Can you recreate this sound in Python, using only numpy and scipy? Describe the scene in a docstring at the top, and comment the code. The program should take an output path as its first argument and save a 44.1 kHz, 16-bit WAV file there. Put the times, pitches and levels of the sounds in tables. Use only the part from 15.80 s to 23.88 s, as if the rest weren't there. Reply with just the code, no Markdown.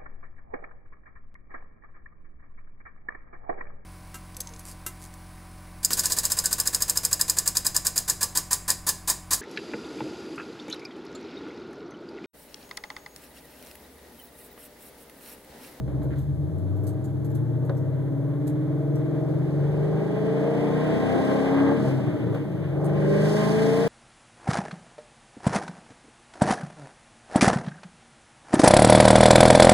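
"""Driver's seat of a V8 car: it pulls through one long gear, lifts off for an upshift and pulls again.
One crank and one pedal drive firing, boom, gas flow and growl; strong orders swell in cabin resonances.
The uneven firing pattern sweeps through pipes and cabin, throbbing at first, then roaring under intake hiss.
Around the lift it burbles and pops; keys jingle faintly and the trim knocks and scrapes.
A small stereo microphone adds even hiss."""
import sys
import numpy as np
from scipy import signal
from scipy.fft import rfft, irfft
from scipy.io import wavfile

SR = 44100
rng = np.random.default_rng(int(sys.argv[2]) if len(sys.argv) > 2 else 0)


def transcribe(signal):
    """Save signal, clipped to [-1, 1], as a 16-bit WAV file at the path in sys.argv[1]."""
    frames = np.atleast_2d(signal).T
    limited = np.clip(frames, -1, 1)
    pcm = np.round(limited * 32767).astype(np.int16)
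    wavfile.write(sys.argv[1], SR, pcm)


N = 356328
TIME, HZ = np.arange(N) / SR, np.fft.rfftfreq(N, 1 / SR)
CRUISE_HZ = 20  # reference cycle rate; one cycle = two crank turns = eight firings

# broad response of exhaust and cabin: freq_hz, gain_db
BODY_SLOPE = [(20,-29.5),(42,-22.5),(55,-11.5),(72,-1.5),(100,8.5),(140,7.5),(180,1),(238,-5),(340,1),(500,-6),(720,-16),(1000,-17),(1300,-24),(1650,-28),(2100,-32.5),(2800,-53.5)]
# strongest orders: multiple of cycle rate, shut_db at CRUISE_HZ, throttle_db added when full,
# octave_db per octave of revs
STRONG_ORDERS = [(4, -55, -9, 11.5), (5, -63.5, 5.5, 17), (6, -52.5, 10, 9), (7, -48, 7, 10),
                 (8, -64.5, 49.5, -17.5), (9, -50.5, 0, 1), (10, -53.5, 11, -2), (11, -59.0, 6, 2),
                 (12, -62, 4.5, 9), (13, -55.5, 11.5, 7.5), (14, -53, 12, 0), (15, -52.5, 16, 0.5),
                 (16, -53.0, 26, 0.5), (18, -55.5, 14.5, 5.5), (21, -57, 25, 7), (24, -67, 52.5, -7)]


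def amp(db):
    """Decibels to gain."""
    return 10 ** (np.asarray(db) / 20)


def unit(x):
    """Scales to rms 1."""
    return x / np.sqrt(np.mean(x ** 2) + 1e-20)


def curves(rows):
    """Each column of a time table, sample by sample."""
    s, *columns = np.transpose(rows)
    return [np.interp(TIME, s, column) for column in columns]


def read(rows, hz=HZ, axis=1):
    """A column of a frequency table, interpolated on a log axis."""
    rows = np.array(rows)
    return np.interp(np.log(hz + 1), np.log(rows[:, 0] + 1), rows[:, axis])


def colour(x, gain):
    """Filters by a gain per frequency."""
    return irfft(rfft(x) * gain, x.shape[-1])


def peaks(rows, hz=HZ):
    """Gain in dB of a set of resonances."""
    return sum(db / (1 + (2 * (hz - centre) / width) ** 2) for centre, width, db in rows)


def waver(hz, size=4096):
    """Slow random curve of rms 1, low-passed at a rate."""
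    f = np.fft.rfftfreq(size, N / SR / size)
    slow = irfft(rfft(rng.standard_normal(size)) / (1 + (f / hz) ** 4))
    return np.interp(TIME, np.linspace(0, TIME[-1], size), unit(slow))


def add(mix, start_s, sound):
    """Mixes a sound in at a time."""
    part = mix[:, max(round(start_s * SR), 0):][:, :sound.shape[1]]
    part += sound[:, :part.shape[1]]


def ports(pair, apart):
    """Two noises become one shared sound and its opposite-signed difference between the ports."""
    return pair[0] + apart * pair[1] * np.array([[1], [-1]])


def driven(law, throttle, speed_hz):
    """Level in dB of a layer that follows throttle and revs."""
    shut_db, throttle_db, octave_db = law
    return shut_db + throttle_db * throttle + octave_db * np.log2(speed_hz / CRUISE_HZ)


def puffs(cycles, depth, lump):
    """Two noises that swell with each firing and once more per cycle."""
    per_firing = 1 + depth * np.cos(2 * np.pi * 8 * cycles)
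    per_cycle = 1 + lump * np.cos(2 * np.pi * cycles)
    return rng.standard_normal((2, N)) * per_firing * per_cycle


def self_noise(level_db=-65.0):
    """The even hiss of the microphones."""
    gain_db = read([(4000, -3.5), (12000, 1.5)])
    return amp(level_db) * unit(colour(rng.standard_normal((2, N)), amp(gain_db)))


def scrape(slips_per_s=2600, apart=1.0):
    """Something plastic rubs briefly in a run of tiny slips."""
    # freq_hz, gain_db
    spectrum = [(700,-17.5),(1300,-0.5),(1650,2.5),(2200,-3.5),(3800,-18),(5500,-33)]
    # time_s, level_db
    level = [(.298,-110),(.306,-49),(.322,-53),(.338,-48),(.352,-55),(.36,-110)]
    slips = rng.standard_normal((2, N)) * (rng.random(N) < slips_per_s / SR)
    return unit(colour(ports(slips, apart), amp(read(spectrum)))) * amp(curves(level)[0])


def trim(apart=0.71, ring_db=-1, snap_db=-18.0, snap_s=0.0024, snap_hz=3700, snap_width_hz=900):
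    """Loose cabin trim knocks: a plastic snap, a brief rattle and the ring of the panel."""
    # knocks: start_s, rattle_peak_db, tilt_db_per_octave, t60_s
    knocks = [(0.078,-36,1,1),(0.219,-37,3.5,0.31),(0.256,-38,-6,0.042),(0.357,-40.5,6,0.4),(1.8957,-22,-2.5,0.09),(6.546,-27.5,2.5,0.2)]
    # rattle spectrum: freq_hz, gain_db
    spectrum = [(200,-57),(400,9),(520,9.5),(750,1.5),(1400,-9.5),(2200,-17),(3700,-27),(5000,-38),(12000,-39)]
    # panel ring: freq_hz, level_db, t60_s
    modes = [(460,-7.5,0.14),(549,-2.5,0.14),(1020,-22.5,.05),(1460,-18,.04)]
    out, t = np.zeros((2, N)), np.arange(SR // 5) / SR
    hz = np.fft.rfftfreq(len(t), 1 / SR)
    ring = sum(amp(db - 60 * t / t60_s) * np.sin(2 * np.pi * mode_hz * t) for mode_hz, db, t60_s in modes)
    snap_gain = 1 / (1 + ((hz - snap_hz) / snap_width_hz) ** 2)
    for start_s, peak_db, tilt_db, t60_s in knocks:
        gain_db = read(spectrum, hz) + tilt_db * np.log2(np.clip(hz, 200, 4000) / 1000)
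        rattle = ports(colour(rng.standard_normal((2, len(t))), amp(gain_db)), apart)
        rattle = rattle * amp(-60 * t / t60_s) * np.minimum(t / 0.00069, 1)
        snap = colour(rng.standard_normal((2, len(t))), snap_gain) * np.exp(-t / snap_s)
        knock = rattle / abs(rattle).max() + amp(ring_db) * ring + amp(snap_db) * snap / abs(snap).max()
        add(out, start_s, amp(peak_db) * knock)
    return out


def keys(lift_db=5.0, settle_s=0.021, contacts_per_s=900, rise_s=0.0026,
         ring_db=-7, ring_t60_s=0.034, tick_s=0.003):
    """Keys slide together in a quick dying flurry of tiny contacts, and one of them rings."""
    # start_s, peak_db (before lift_db), ring_hz
    jingles = [(0.228, -53, 11300), (0.381, -49.5, 12300), (0.411, -54, 12300), (0.7774, -55, 9200),
               (0.9617, -57, 11300), (1.0311, -52, 12200), (1.0665, -40.5, 8650), (1.241, -46, 7000),
               (1.4434, -49, 11500), (1.5004, -52, 12200), (1.5477, -43, 9400), (1.8466, -51, 12100),
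               (1.9654, -52, 5700), (2.667, -40.5, 10870), (3.152, -47, 5680), (7.0404, -41.5, 9500)]
    # freq_hz, gain_db
    spectrum = [(3000,-9),(5600,-8),(8000,1),(9200,-3.5),(10500,-8),(12000,5),(14000,-19.5)]
    out, t = np.zeros((2, N)), np.arange(SR // 4) / SR
    metal = amp(read(spectrum, np.fft.rfftfreq(len(t), 1 / SR)))
    flurry = np.exp(-t / settle_s) * np.minimum(t / rise_s, 1)
    for start_s, peak_db, ring_hz in jingles:
        contacts = rng.standard_normal((2, len(t))) * (rng.random(len(t)) < contacts_per_s / SR)
        tick = unit(colour(rng.standard_normal((2, len(t))) * np.exp(-t / tick_s), metal))
        ring = unit(amp(-60 * t / ring_t60_s) * np.sin(2 * np.pi * ring_hz * t))
        clink = tick + amp(ring_db) * ring
        sound = signal.fftconvolve(contacts * flurry, clink, axes=1)[:, :len(t)]
        add(out, start_s, amp(peak_db + lift_db) * sound / abs(sound).max())
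    return out


def whine(cycles, multiple=58.4, flutter_db=2.5, slip_rad=0.82):
    """A faint whine of a belt-driven accessory climbs with the revs."""
    # time_s, level_db
    level = [(.3,-62),(.8,-54),(2.1,-62),(2.8,-68),(4.2,-72),(5.2,-99)]
    tone = np.sin(2 * np.pi * multiple * cycles + slip_rad * waver(5.2))
    return amp(curves(level)[0] + flutter_db * waver(4.4)) * tone


def air(cycles, throttle, jitter_cycles=0.00078, size=2048, count=130, tone=1.1):
    """Valves gulp air in a repeating pattern under hiss; intake resonances ring as the throttle opens."""
    # rasp spectrum: freq_hz, gain_db
    rasp_spectrum = [(500,-41.5),(850,0),(1100,0.5),(1330,-4),(1520,1.5),(1800,-1),(2200,-2.5),(2650,-8.5),(3400,-8),(5000,-25.5),(9000,-50)]
    # hiss spectrum: freq_hz, gain_db
    hiss_spectrum = [(1500,-11),(3400,6),(5000,6.5),(7000,0),(9000,0.5),(12000,-7),(14000,-11.5)]
    # intake resonances: freq_hz, width_hz, gain_db
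    intake = [(1051,13,24),(1608,40,11.5),(1920,87,8),(2020,35,5)]
    # time_s, level_db
    rasp_level = [(0,-62.5),(1.2,-59.5),(2.5,-57.5),(3.7,-53.5),(4.4,-45.5),(5.3,-37),(5.85,-37.5),(6.1,-45),(6.55,-47.5),(6.75,-50.5),(7.05,-51),(7.35,-37.5),(7.6,-36),(8.08,-37)]
    # time_s, level_db
    hiss_level = [(0,-71),(2.3,-78.5),(3.25,-70.5),(3.45,-67),(4.3,-61.5),(5.5,-51),(5.95,-56.5),(6.08,-52),(6.25,-62),(6.55,-67),(6.95,-70),(7.5,-43),(8.08,-45.5)]
    harmonics = np.exp(2j * np.pi * rng.random((2, count))) * (np.arange(count) > 16)
    patterns = unit(irfft(harmonics, size))
    place = (cycles + jitter_cycles * waver(24)) % 1 * size
    gulps = np.array([np.interp(place, np.arange(size), pattern) for pattern in patterns])
    duct = amp(read(rasp_spectrum))
    gulps = tone * np.sqrt(abs(throttle)) * unit(colour(gulps, duct))
    plain = unit(gulps + unit(colour(puffs(cycles, depth=0.16, lump=0.05), duct)))
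    ringing = unit(colour(plain, amp(peaks(intake))))
    rasp = (1 - throttle ** 2) * plain + throttle ** 2 * ringing
    hiss = unit(colour(puffs(cycles, depth=0.076, lump=0.12), amp(read(hiss_spectrum))))
    rasp = rasp * amp(curves(rasp_level)[0] + 1.1 * waver(15))
    return rasp + hiss * amp(curves(hiss_level)[0] + .5 * waver(13))


def pipes():
    """Gain of exhaust and cabin: broad slope plus resonances."""
    # freq_hz, width_hz, gain_db
    resonances = [(118,9.1,1.4),(155,14,7),(215,43,4.3),(287.7,26,5.8),(302,15.7,8.2),(458,24,4.8),(576,57,6.8),(634.7,39,13.3),(779,43,9.2),(853,14,7.3)]
    return amp(read(BODY_SLOPE) + peaks(resonances))


def standing_waves(depth_db=4.0, twist_rad=0.29, spacing_hz=21.94, from_hz=710.0):
    """Higher cabin modes crowd into a ripple at a port, so each rising order swells and fades on its own."""
    grid_hz = np.arange(0, SR / 2, spacing_hz)
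    onset = np.minimum(HZ / from_hz, 1) ** 2
    draws = rng.standard_normal((2, len(grid_hz)))
    level, twist = (np.interp(HZ, grid_hz, draw) * onset for draw in draws)
    return amp(depth_db * level) * np.exp(1j * twist_rad * twist)


def pops(body, swell_s=0.0091, low_hz=330, apart=0.13):
    """Larger pockets of fuel go off in the pipes as short muffled bursts."""
    # start_s, level_db
    bursts = [(5.993,-29.5),(6.041,-27.5),(6.073,-29),(6.099,-29.5),(6.188,-33),(6.259,-34.5),(6.361,-42.5),(6.469,-36),(6.519,-33.5)]
    t = np.arange(SR // 8) / SR
    swell = t / swell_s * np.exp(1 - t / swell_s)
    level = np.zeros((1, N))
    for start_s, db in bursts:
        add(level, start_s, amp(db) * swell[None])
    gas = ports(rng.standard_normal((2, N)), apart)
    ring = body * HZ ** 2 / (HZ ** 2 + low_hz ** 2)
    return colour(gas * level, unit(ring))


def burble(cycles, body, spread=.55, low_hz=110, top_hz=260):
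    """After the pedal lifts, unburnt fuel puffs unevenly on every second firing."""
    # time_s, level_db
    level = [(5.9,-100),(5.98,-26),(6.2,-30),(6.29,-27),(6.33,-31.5),(6.44,-33.5),(6.5,-26),(6.56,-43),(6.7,-37),(6.95,-47.5),(7.1,-84.5)]
    beats = np.diff(np.floor(4 * cycles), prepend=0) > 0
    strength = 1 + spread * (rng.standard_normal(N) + np.cos(2 * np.pi * cycles))
    muffled = body * HZ ** 2 / (HZ ** 2 + low_hz ** 2) / (1 + (HZ / top_hz) ** 2)
    return unit(colour(beats * strength, muffled)) * amp(curves(level)[0])


def turbulence(cycles, speed_hz, body, apart=0.27, brightening_db=8.0):
    """Ragged gas flow rings the pipes, shifting from rumble to roar as the revs climb."""
    flow = puffs(cycles, depth=0.15, lump=0.043)
    flow = unit(colour(ports(flow, apart), body))
    rumble = colour(flow, 1 / (1 + (HZ / 200) ** 6))
    octaves = np.log2(speed_hz / CRUISE_HZ)
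    return rumble * amp(-2.5 - 4.1 * octaves) + (flow - rumble) * amp(2.5 + brightening_db * octaves)


def growl(cycles, speed_hz, throttle, apart=0.69, fade_firings=0.88, uneven_db=3.5):
    """Under load every firing is a ragged blast of its own strength, fading until the next."""
    # freq_hz, gain_db
    spectrum = [(40,-37),(120,-19.5),(200,-1.5),(270,-7.5),(350,3),(420,-4),(580,-7),(690,-8),(880,-7.5),(1050,-32.5),(1350,-26),(2500,-60.5)]
    # shut_db at CRUISE_HZ, throttle_db, octave_db
    law = (-61.5, 25.3, 11.9)
    number, within = np.divmod(8 * cycles, 1)
    strength = amp(uneven_db * rng.standard_normal(N))[number.astype(int)]
    blasts = strength * np.exp(-within / fade_firings)
    sound = colour(ports(rng.standard_normal((2, N)), apart) * blasts, amp(read(spectrum)))
    return unit(sound) * amp(driven(law, throttle, speed_hz))


def firing(cycles, pulse_db, size=2048, count=130, jitter_cycles=0.0016,
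           wander_db=3.5, drift_cycles=0.0075, edge=0.5):
    """The pressure of one cycle, repeated: its weaker orders scatter over the eight firings."""
    # uneven firing of the two banks: multiple of cycle rate, level_db
    weak_orders = [(2,-7),(3,-10),(17,-2.5),(19,3),(20,-0.5),(22,3),(23,5),(26,5),(30,10.5),(37,5),(44,4),(60,2),(130,-1.5)]
    k, out = np.arange(count), 0
    phase = rng.uniform(-np.pi, np.pi, count)
    weak = ~np.isin(k, [0] + [row[0] for row in STRONG_ORDERS])
    height = amp(np.interp(k, *np.transpose(weak_orders))) * weak
    uneven = cycles + jitter_cycles * waver(24)  # no two cycles burn quite alike
    family = np.where(k < 25, k % 3, 3 + k % 2)  # each family wanders on its own
    for i in np.unique(family):
        cycle = irfft((family == i) * height * np.exp(1j * phase), size) * size / np.sqrt(2)
        high = i > 2  # the top orders need an open throttle
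        level_db = pulse_db + high * edge * (pulse_db + 40.0) + wander_db * waver(1.83)
        place = (uneven + drift_cycles * waver(1.99)) % 1 * size
        out = out + np.interp(place, np.arange(size), cycle) * amp(level_db)
    return out


def boom(cycles, speed_hz, throttle, unsteady_db=0.76, slip_rad=0.044, dispersion_rad=2.556):
    """Strong orders are tones that swell in resonances, beat into a throb and stumble on the overrun."""
    # standing waves at the driver's seat: freq_hz, width_hz, gain_db
    cabin = [(67.5,4.8,5),(96.4,13,7),(108.3,10.5,-12),(144.2,49,12),(177.4,22,-3.5),(223.7,14,3.5),(279.1,13,7),(301.5,43.4,12.5),(402,13,5.5),(456.4,55.5,13),(481,48,-5.5),(664,58,10)]
    seat, out = amp(read(BODY_SLOPE) + peaks(cabin)), 0
    revs = speed_hz / CRUISE_HZ
    shut = (1 - throttle) ** 2
    stumble_rad = 0.6 * np.clip(revs - 1, 0, 1) * shut
    # scales unsteady_db and slip_rad: high revs and a shut throttle unsettle each order
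    ragged = (1 + 1.8 * shut) * revs ** 2
    for k, *law in STRONG_ORDERS:
        level_db = driven(law, throttle, speed_hz) + unsteady_db * ragged * waver(5.9)
        gain = amp(level_db) * np.interp(k * speed_hz, HZ, seat)
        # orders further apart fall out of step, which softens the throb
        offset = min(abs(k - 7), 2) * revs
        lag = dispersion_rad * offset ** 2
        scatter = rng.uniform(0, 2 * np.pi) * (k not in (6, 7, 8, 9, 10, 15, 16))
        # orders 15 and 16 thump together, later in the cycle
        lag = lag + 2 * np.pi * k * 0.72 * (k > 10)
        slip = k * stumble_rad * waver(15.2) + slip_rad * ragged * waver(6.4)
        out = out + np.sqrt(2) * gain * np.cos(2 * np.pi * k * cycles - lag + scatter + slip)
    return out


def scene(start_cycles=.45):
    """One crankshaft and one pedal drive the engine; the cabin carries it to the two ports."""
    # time_s, cycles_hz
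    speed_table = [(0.0, 8.11), (0.41, 9.07), (0.6, 9.78), (0.78, 11.37), (1.33, 13.65), (2.51, 17.99),
                   (3.43, 21.9), (3.99, 24.75), (4.74, 29.26), (5.54, 33.68), (5.93, 35.32), (6.53, 28.66),
                   (6.65, 27.19), (6.9, 23.09), (7.03, 24.47), (7.2, 24.48), (7.37, 25.33), (8.08, 28.98)]
    # pedal eases down, lifts for the upshift, goes down again: time_s, opening (0-1)
    throttle_table = [(0.0, 0.11), (1.2, 0.23), (1.6, 0.34), (2.3, 0.28), (3.6, 0.42), (4.4, 0.68),
                      (4.9, 0.84), (5.5, 0.91), (5.92, 0.95), (6.02, 0.44), (6.68, 0.0), (6.92, 0.3),
                      (7.04, 0.62), (7.45, 0.85), (8.08, 0.82)]
    # shut_db at CRUISE_HZ, throttle_db, octave_db
    pulse_law = (-59, 17.97, -0.32)
    # shut_db at CRUISE_HZ, throttle_db, octave_db
    flow_law = (-38.5, -0.18, 3.9)
    # standing waves between the ports: freq_hz, left_minus_right_db, left_lead_rad
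    port_table = [(66,-4,1.5),(103,7,1.5),(123,2,0.6),(209,1,0.54),(241,8,4.5),(275,4,0.58),(323.6,-8.5,0.76),(334,12.5,3),(400,-4.5,-2),(483.6,7,0.7),(448,-0.5,2),(556,1.5,0.92),(1000,-0.5,-0.1)]
    (speed_hz,), (throttle,) = curves(speed_table), curves(throttle_table)
    cycles, body = start_cycles + np.cumsum(speed_hz) / SR, pipes()
    pulses = firing(cycles, driven(pulse_law, throttle, speed_hz))
    flow = amp(driven(flow_law, throttle, speed_hz)) * turbulence(cycles, speed_hz, body)
    heard = np.array([body * standing_waves() for port in "LR"])
    pulling = boom(cycles, speed_hz, throttle) + colour(pulses, heard) + flow
    pulling = pulling + growl(cycles, speed_hz, throttle)
    engine = pulling + burble(cycles, body) + pops(body) + whine(cycles)
    half = amp(read(port_table) / 2) * np.exp(.5j * read(port_table, axis=2))
    engine = colour(engine, np.array([half, 1 / half]))
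    return engine + air(cycles, throttle) + keys() + trim() + scrape() + self_noise()


def record(dry, comb_hz=2650, edge_hz=14050):
    """The recorder widens the treble with opposite combs on sum and difference, then limits the band."""
    # freq_hz, comb depth (0-1)
    depth = read([(850, 0), (1250, .98), (2650, .997), (4000, .98), (6000, .7), (14000, .55)])
    comb = depth * np.cos(2 * np.pi * HZ / comb_hz)
    edge = np.clip((edge_hz - HZ) / 100, 0, 1)
    mid = colour((dry[0] + dry[1]) / 2, np.sqrt(1 - comb) * edge)
    side = colour((dry[0] - dry[1]) / 2, np.sqrt(1 + comb) * edge)
    return np.array([mid + side, mid - side])


dry = scene()
out = record(dry)
transcribe(out)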